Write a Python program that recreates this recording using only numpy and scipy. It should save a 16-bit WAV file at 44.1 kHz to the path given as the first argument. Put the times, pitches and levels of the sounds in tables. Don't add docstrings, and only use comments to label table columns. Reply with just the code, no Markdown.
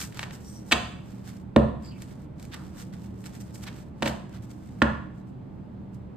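import sys
import numpy as np
from scipy import signal
from scipy.fft import rfft, irfft, next_fast_len
from scipy.io import wavfile
from scipy.ndimage import uniform_filter1d

SR = 44100
rng = np.random.default_rng(int(sys.argv[2]) if len(sys.argv) > 2 else 0)


def materialize(psi):
    bounded = np.clip(np.atleast_2d(psi).T, -1, 1)
    quanta = np.round(bounded * 32767).astype(np.int16)
    wavfile.write(sys.argv[1], SR, quanta)


N = 272008

# start in seconds, push on the table
# in dB, contact hardness in Hz, card clack in dB, edge crack in dB, spread of the landing in seconds.
KNOCK_CONTACTS = [(0.7117, -43, 1986, -26.5, -36.5, 0.0044), (0.7177, -42, 1510, -20, -24, 0.0073),
                  (0.721, -11.5, 386, -14, -19, 0.00084), (0.7235, -34, 650, -13, -13.5, 0.0024),
                  (0.7331, -18, 600, -23.5, -26, .0015), (1.5617, 4.5, 573, -22, -22, 0.00064),
                  (1.5629, -13, 2100, -42, -48, 0.0014), (4.0226, -9.5, 685, -25, -34, 0.0014),
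                  (4.0283, -20, 702, -22, -24, 0.00091), (4.0567, -23, 700, -29, -51, 0.005),
                  (4.06, -12, 710, -50, -48, 0.0024), (4.0749, -19, 740, -25, -43, 0.0018),
                  (4.8185, 0, 2800, -25, -33, 0.00025), (4.822, -13, 2020, -23, -25, 0.0013)]


def from_db(db):
    return 10 ** (np.asarray(db) / 20)


def rms_one(x):
    return x / np.sqrt(np.mean(x ** 2) + 1e-20)


def at_hz(points, hz):
    points = np.array(points)
    return np.interp(np.log(np.maximum(hz, 1)), np.log(points[:, 0]), points[:, 1])


def add(out, start_s, sound):
    i = max(0, round(start_s * SR))
    out[..., i:i + sound.shape[-1]] += sound[..., :N - i]


def butter(x, hz, kind):
    sections = signal.butter(2, np.clip(hz, 10, .48 * SR), kind, fs=SR, output="sos")
    return signal.sosfilt(sections, x + 1e-18)


def ring(x, hz, t60):
    r, w = from_db(-60 / (t60 * SR)), 2 * np.pi * hz / SR
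    return signal.lfilter([0, np.sin(w)], [1, -2 * r * np.cos(w), r * r], x + 1e-18)


def resonate(x, hz, width_hz):
    r, w = np.exp(-np.pi * width_hz / SR), 2 * np.pi * hz / SR
    feed = np.array([1, 0, -1]) * (1 - r * r) / 2
    return signal.lfilter(feed, [1, -2 * r * np.cos(w), r * r], x + 1e-18)


def delayed(x, lag_s):
    size = next_fast_len(N + SR // 10)
    shift = np.exp(-2j * np.pi * lag_s * np.fft.rfftfreq(size, 1 / SR))
    return irfft(rfft(x, size) * shift, size)[:N]


def drift(rate):
    knots = rng.standard_normal(N)
    return rms_one(np.interp(np.arange(N) * rate / SR, np.arange(N), knots))


def diffuse(spectrum):
    # frequency in Hz, left-right correlation.
    likeness = [(60, .92), (130, .85), (290, .45), (640, 0), (1400, .1), (3400, .6), (5200, 0)]
    hz = np.arange(N // 2 + 1) * SR / N
    alike = np.clip(at_hz(likeness, hz), -1, 1)
    mid, side = rfft(rng.standard_normal((2, N)))
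    pair = np.sqrt(1 + alike) * mid + np.sqrt(1 - alike) * np.array([side, -side])
    return rms_one(irfft(pair * from_db(at_hz(spectrum, hz)), N))


def ventilation(rumble_db):
    # frequency in Hz, relative density in dB.
    air_spectrum = [(15, -48.5), (25, -26.5), (40, -13), (52, -19), (72, -13.5), (98, -11.5), (130, -6.5),
                    (205, -7.5), (310, -15), (440, -22), (880, -29), (1500, -39.5), (4500, -56.5),
                    (7000, -63), (15000, -69.5)]
    # pitch in Hz, wavers per second, level in dB.
    hum_tones = [(76.3, 21, -51.5), (116.3, 5, -48.5), (190.8, 5, -48.5), (312, 6.8, -59), (603, 1.7, -72),
                 (880, 11, -73)]
    t = np.arange(N) / SR
    hum = 0
    for hz, rate, db in hum_tones:
        waver = 1 + .5 * drift(rate)
        hum += from_db(db) * rms_one(waver * np.sin(2 * np.pi * hz * t + drift(rate)))
    return from_db(rumble_db) * diffuse(air_spectrum) + hum


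def stroke(peak_s, swell_s, stop_share=0.64, linger_db=-7, linger_t60_s=0.37):
    t = np.arange(N) / SR - peak_s
    sliding = np.exp(-2 * (t / np.where(t < 0, swell_s, stop_share * swell_s)) ** 2)
    lingering = from_db(linger_db - 60 * np.maximum(t, 0) / linger_t60_s) ** 2 * (t > 0)
    return sliding + lingering * (1 - sliding)


def fingers(level_db=-73, swing_db=3, moves_per_s=18):
    spells = [(0, 1.41), (1.83, 2.24), (2.38, 3.88), (4.3, 4.83)]
    t = np.arange(N) / SR
    held = sum((t >= start) & (t < end) for start, end in spells)
    eased = np.maximum(uniform_filter1d(held.astype(float), size=SR // 20), 0)
    return eased * from_db(level_db + swing_db * drift(moves_per_s)) ** 2


def slides(hiss_db, rasp_db, grain_db, grains_per_s, tick_db, ticks_per_s):
    # fastest moment and swell time in seconds, relative hiss and rasp in dB.
    strokes = [(0.008, 0.076, -39, -44), (0.205, 0.056, -53.5, -49), (0.349, 0.029, -53.5, -57),
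               (0.508, 0.1, -57.5, -81), (0.59, 0.059, -63, -77.5), (0.701, 0.036, -56, -64),
               (1.11, 0.062, -66.5, -67), (1.287, 0.033, -53.5, -53), (1.365, 0.022, -67, -70.5),
               (1.86, 0.042, -65, -62.5), (2.021, 0.044, -62, -59.5), (2.12, 0.053, -66, -64.5),
               (2.43, 0.039, -62.5, -62), (2.542, 0.02, -56, -46.5), (2.66, 0.065, -67.5, -68),
               (2.811, 0.045, -52.5, -54.5), (2.94, 0.014, -60, -55), (3.04, 0.058, -64, -67),
               (3.215, 0.036, -64, -72), (3.268, 0.022, -53.5, -54), (3.36, 0.03, -57, -58.5),
               (3.414, 0.015, -53, -61), (3.5, .04, -68, -66), (3.555, 0.016, -49.5, -65),
               (3.636, 0.016, -51.5, -54), (3.68, 0.019, -59, -47), (3.791, 0.062, -61, -60.5),
               (4.005, 0.038, -72, -69), (4.079, 0.038, -47.5, -42), (4.357, 0.038, -64, -59),
               (4.44, 0.017, -61, -65), (4.512, 0.015, -58, -60.5), (4.67, 0.041, -71, -73.5),
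               (5.19, 0.052, -75, -75.5), (5.29, 0.026, -74.5, -78), (5.95, 0.022, -70.5, -77)]
    # frequency in Hz, relative density in dB.
    hiss_spectrum = [(1500, -20.5), (3500, -9.5), (5500, 1.5), (8300, 0.5), (10500, -2.5), (12000, -3),
                     (13200, -8), (15600, -7.5)]
    # frequency in Hz, relative density in dB.
    rasp_spectrum = [(300, -24), (800, -7), (1500, 0.5), (2600, -6), (4000, -7.5), (5500, -11), (9000, -34)]
    power = sum(from_db([[edge_db], [face_db]]) ** 2 * stroke(peak_s, swell_s)
                for peak_s, swell_s, edge_db, face_db in strokes)
    hiss_swell, rasp_swell = np.sqrt(power + fingers())
    grains = rms_one(from_db(grain_db * drift(grains_per_s)))
    slips = (rng.random(N) < ticks_per_s / SR) * rng.uniform(0.1, 1, N)
    tick_decay = np.exp(-1 / (0.0013 * SR))
    ticks = from_db(tick_db) * signal.lfilter([1], [1, -tick_decay], slips + 1e-18)
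    hiss = from_db(hiss_db) * hiss_swell * diffuse(hiss_spectrum)
    rasp = from_db(rasp_db) * rasp_swell * diffuse(rasp_spectrum)
    return (grains + ticks) * (hiss + rasp)


def flurry(spread_s):
    t = np.arange(2048) / SR / spread_s
    swell = np.sqrt(t) * np.exp(1 - t)
    burst = rng.standard_normal(len(t)) * swell
    for _ in range(8):
        flat = irfft(np.exp(1j * np.angle(rfft(burst))))
        burst = flat * swell / np.sqrt(uniform_filter1d(flat ** 2, size=64) + 1e-12)
    return burst


def deck(x):
    # centre in Hz, width in Hz, relative level in dB.
    modes = [(736, 480, -8), (1800, 470, -2.5), (2245, 530, -4), (2838, 420, -4), (3510, 620, -8),
             (4290, 1310, -12.5), (6400, 1100, -18), (8020, 1500, -22.5), (13300, 1900, -35.5)]

    def body(strike):
        return sum((-1) ** k * from_db(db) * resonate(strike, hz, width_hz)
                   for k, (hz, width_hz, db) in enumerate(modes))
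    return body(x) / np.linalg.norm(body(signal.unit_impulse(SR // 20)))


def clicks(body_db, edge_db, body_spread_s, edge_spread_s, edge_band_hz):
    # start in seconds, relative body and edge levels in dB.
    touches = [(0.0147, -38.5, -38), (0.123, -46.5, -59), (0.145, -64, -46), (0.172, -40.5, -42),
               (0.192, -27, -66), (0.2287, -29.5, -57), (0.2352, -34, -48), (0.307, -40.5, -60),
               (2.0203, -53, -39), (2.397, -58, -48), (2.4266, -60, -45), (2.451, -53, -48),
               (2.5195, -51, -63), (2.5418, -40, -39.5), (3.041, -55, -58), (3.163, -69, -70),
               (3.24, -48.5, -53), (3.2589, -49, -44.5), (3.5549, -49, -48), (3.637, -43.5, -44),
               (3.675, -39.5, -50), (3.6827, -39.5, -59), (4.0813, -48, -34), (4.294, -71, -57)]
    body, edge = np.zeros((2, N))
    for start_s, stir_db, snap_db in touches:
        add(body, start_s, from_db(stir_db + body_db) * flurry(body_spread_s))
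        add(edge, start_s, from_db(snap_db + edge_db) * flurry(edge_spread_s))
    return deck(body) + butter(edge, edge_band_hz, "band")


def rubs_and_cupped_hands(flutter_hz, gain_db):
    # start and length in seconds, first and last pitch in Hz, relative level in dB.
    glides = [(0.43, .10, 5500, 5850, -61), (0.45, 0.12, 8700, 8060, -64),
              (0.512, 0.099, 6050, 5450, -60.5), (1.822, 0.078, 7570, 7320, -68),
              (1.826, 0.11, 5050, 4520, -59), (1.88, 0.12, 3180, 2220, -65), (2.545, .11, 1250, 1130, -58)]
    out = np.zeros(N)
    for start_s, length_s, start_hz, end_hz, db in glides:
        n = int(length_s * SR)
        swell = np.sqrt(2 * np.hanning(n))
        flutter = rms_one(butter(rng.standard_normal(SR), flutter_hz, "low"))[:n]
        phase = 2 * np.pi * np.cumsum(np.linspace(start_hz, end_hz, n)) / SR
        add(out, start_s, from_db(db + gain_db) * swell * flutter * np.sin(phase))
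    return out


def contact(hard_hz, damping):
    phase = 2 * np.pi * hard_hz * np.arange(SR // 20) / SR
    push = np.exp(-damping * phase) * np.sin(phase)
    return push / push.sum()


def table_knocks():
    # pitch in Hz, level in dB, t60 in seconds, left over right in dB.
    modes = [(74, -28.5, 0.15, 1), (136, -19.5, 0.085, -2), (220.8, -15, 0.18, -0.5),
             (266, -10.5, 0.042, -8), (336, -12.5, 0.032, -10), (412, -17.5, 0.029, -7.5),
             (572, -15.5, 0.031, -5), (666.4, -22, 0.047, -10.5), (1035, -9, 0.017, -2),
             (1404, -12.5, 0.02, -5.5), (1770, -9.5, 0.015, -6.5), (2340, -17, 0.0059, -4),
             (2600, -17, 0.0076, -7.5), (3186, -24, 0.015, -4.5), (3360, -20.5, 0.012, -4)]
    force = np.zeros(N)
    for start_s, push_db, hard_hz, *_ in KNOCK_CONTACTS:
        add(force, start_s, from_db(push_db) * contact(hard_hz, damping=0.25))
    table = 0
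    for k, (hz, db, t60, pan_db) in enumerate(modes):
        gains = from_db([[db + pan_db / 2], [db - pan_db / 2]])
        table += (-1) ** k * gains * ring(force, hz, t60)
    return butter(table, 35, "high")


def card_clacks(crack_hz, width_hz, crack_gain_db):
    landings, snaps = np.zeros((2, N))
    for start_s, _, _, clack_db, crack_db, spread_s in KNOCK_CONTACTS:
        add(landings, start_s, from_db(clack_db) * flurry(spread_s))
        add(snaps, start_s, from_db(crack_db) * flurry(spread_s))
    crack = butter(snaps, [crack_hz - width_hz / 2, crack_hz + width_hz / 2], "band")
    crack *= np.sqrt(SR / 2 / width_hz)
    return deck(landings) + from_db(crack_gain_db) * crack


def early_reflections(x, low_hz):
    # left and right delay in seconds, relative level in dB.
    bounces = [(.00056, 0.00084, -11.5), (.00167, .00129, -9.5), (.00223, .00274, -9),
               (.00351, .00313, -11.5), (.00497, .00443, -12.5)]
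    short_waves = butter(x, low_hz, "high")
    return sum(from_db(db) * np.array([delayed(short_waves, left_s), delayed(short_waves, right_s)])
               for left_s, right_s, db in bounces)


def room(x, build_s):
    # frequency in Hz, t60 in seconds.
    decay_times = [(60, 0.8), (200, 0.66), (530, 0.4), (1400, 0.57), (3500, 0.57), (7000, 0.51),
                   (14000, 0.56)]
    # frequency in Hz, gain in dB.
    colour = [(60, 1), (150, -0.5), (300, -10), (600, 3.5), (1200, -1.5), (3000, -14.5), (7000, -2.5),
              (14000, -19)]
    # pitch in Hz, gain in dB, t60 in seconds.
    modes = [(67.5, 19, .65), (132, 6.5, 0.98), (513, -7, 0.38), (721, 6.5, 0.63), (960, -5.5, 0.56),
             (1126, 2, 0.85)]
    t = np.arange(SR) / SR
    hz = np.maximum(np.arange(SR // 2 + 1), 1)
    white = rfft(diffuse([(20, 0), (20000, 0)])[:, :SR])
    build_up = 1 - np.exp(-(t / build_s) ** 2)
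    response = 0
    for centre_hz in 2. ** np.arange(5, 15):
        band = irfft(white * np.clip(1 - abs(np.log2(hz / centre_hz)), 0, 1), SR)
        tail = from_db(-60 * t / at_hz(decay_times, centre_hz)) * build_up
        response += band * from_db(at_hz(colour, centre_hz)) * tail / np.linalg.norm(tail)
    standing = sum(from_db(db) * resonate(x, mode_hz, np.log(1000) / np.pi / t60)
                   for mode_hz, db, t60 in modes)
    return signal.fftconvolve(x[None], response, axes=1)[:, :N] + standing


def microphone(x, crossfade_hz, lag_s):
    size = next_fast_len(N + SR // 10)
    share = np.interp(np.fft.rfftfreq(size, 1 / SR), crossfade_hz, [0, 1])
    late_left = rfft(delayed(x[0], lag_s), size)
    right = np.sqrt(1 - share) * rfft(x[1], size) - np.sqrt(share) * late_left
    return np.array([x[0], irfft(right, size)[:N]])


def scene():
    table = table_knocks()
    cards = card_clacks(crack_hz=3100, width_hz=1100, crack_gain_db=-3.5)
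    cards += rubs_and_cupped_hands(flutter_hz=250, gain_db=4.0)
    cards += clicks(body_db=0.5, edge_db=2.5, body_spread_s=0.0014, edge_spread_s=0.0011,
                    edge_band_hz=[1300, 11000])
    direct = from_db(-1.0) * (table + cards)
    direct[0] = delayed(direct[0], lag_s=.00004)
    table_mono = table.mean(axis=0)
    early = from_db(-3.0) * early_reflections(table_mono + cards, low_hz=447)
    reverb = room(table_mono, build_s=0.0048) + room(cards, build_s=0.0023)
    friction = slides(hiss_db=2.0, rasp_db=3.0, grain_db=2.0, grains_per_s=450,
                      tick_db=2.5, ticks_per_s=84)
    lean_right = from_db([[-.9], [.9]])
    return direct + (early + reverb + friction + ventilation(rumble_db=-42)) * lean_right


def record(dry):
    heard = microphone(dry, crossfade_hz=[4940, 7400], lag_s=.000189)
    rounded = heard / (1 + (heard / .95) ** 6) ** (1 / 6)
    top_cut = signal.ellip(10, .3, 80, 15650, fs=SR, output="sos")
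    return signal.sosfilt(top_cut, rounded)


dry = scene()
out = record(dry)
materialize(out)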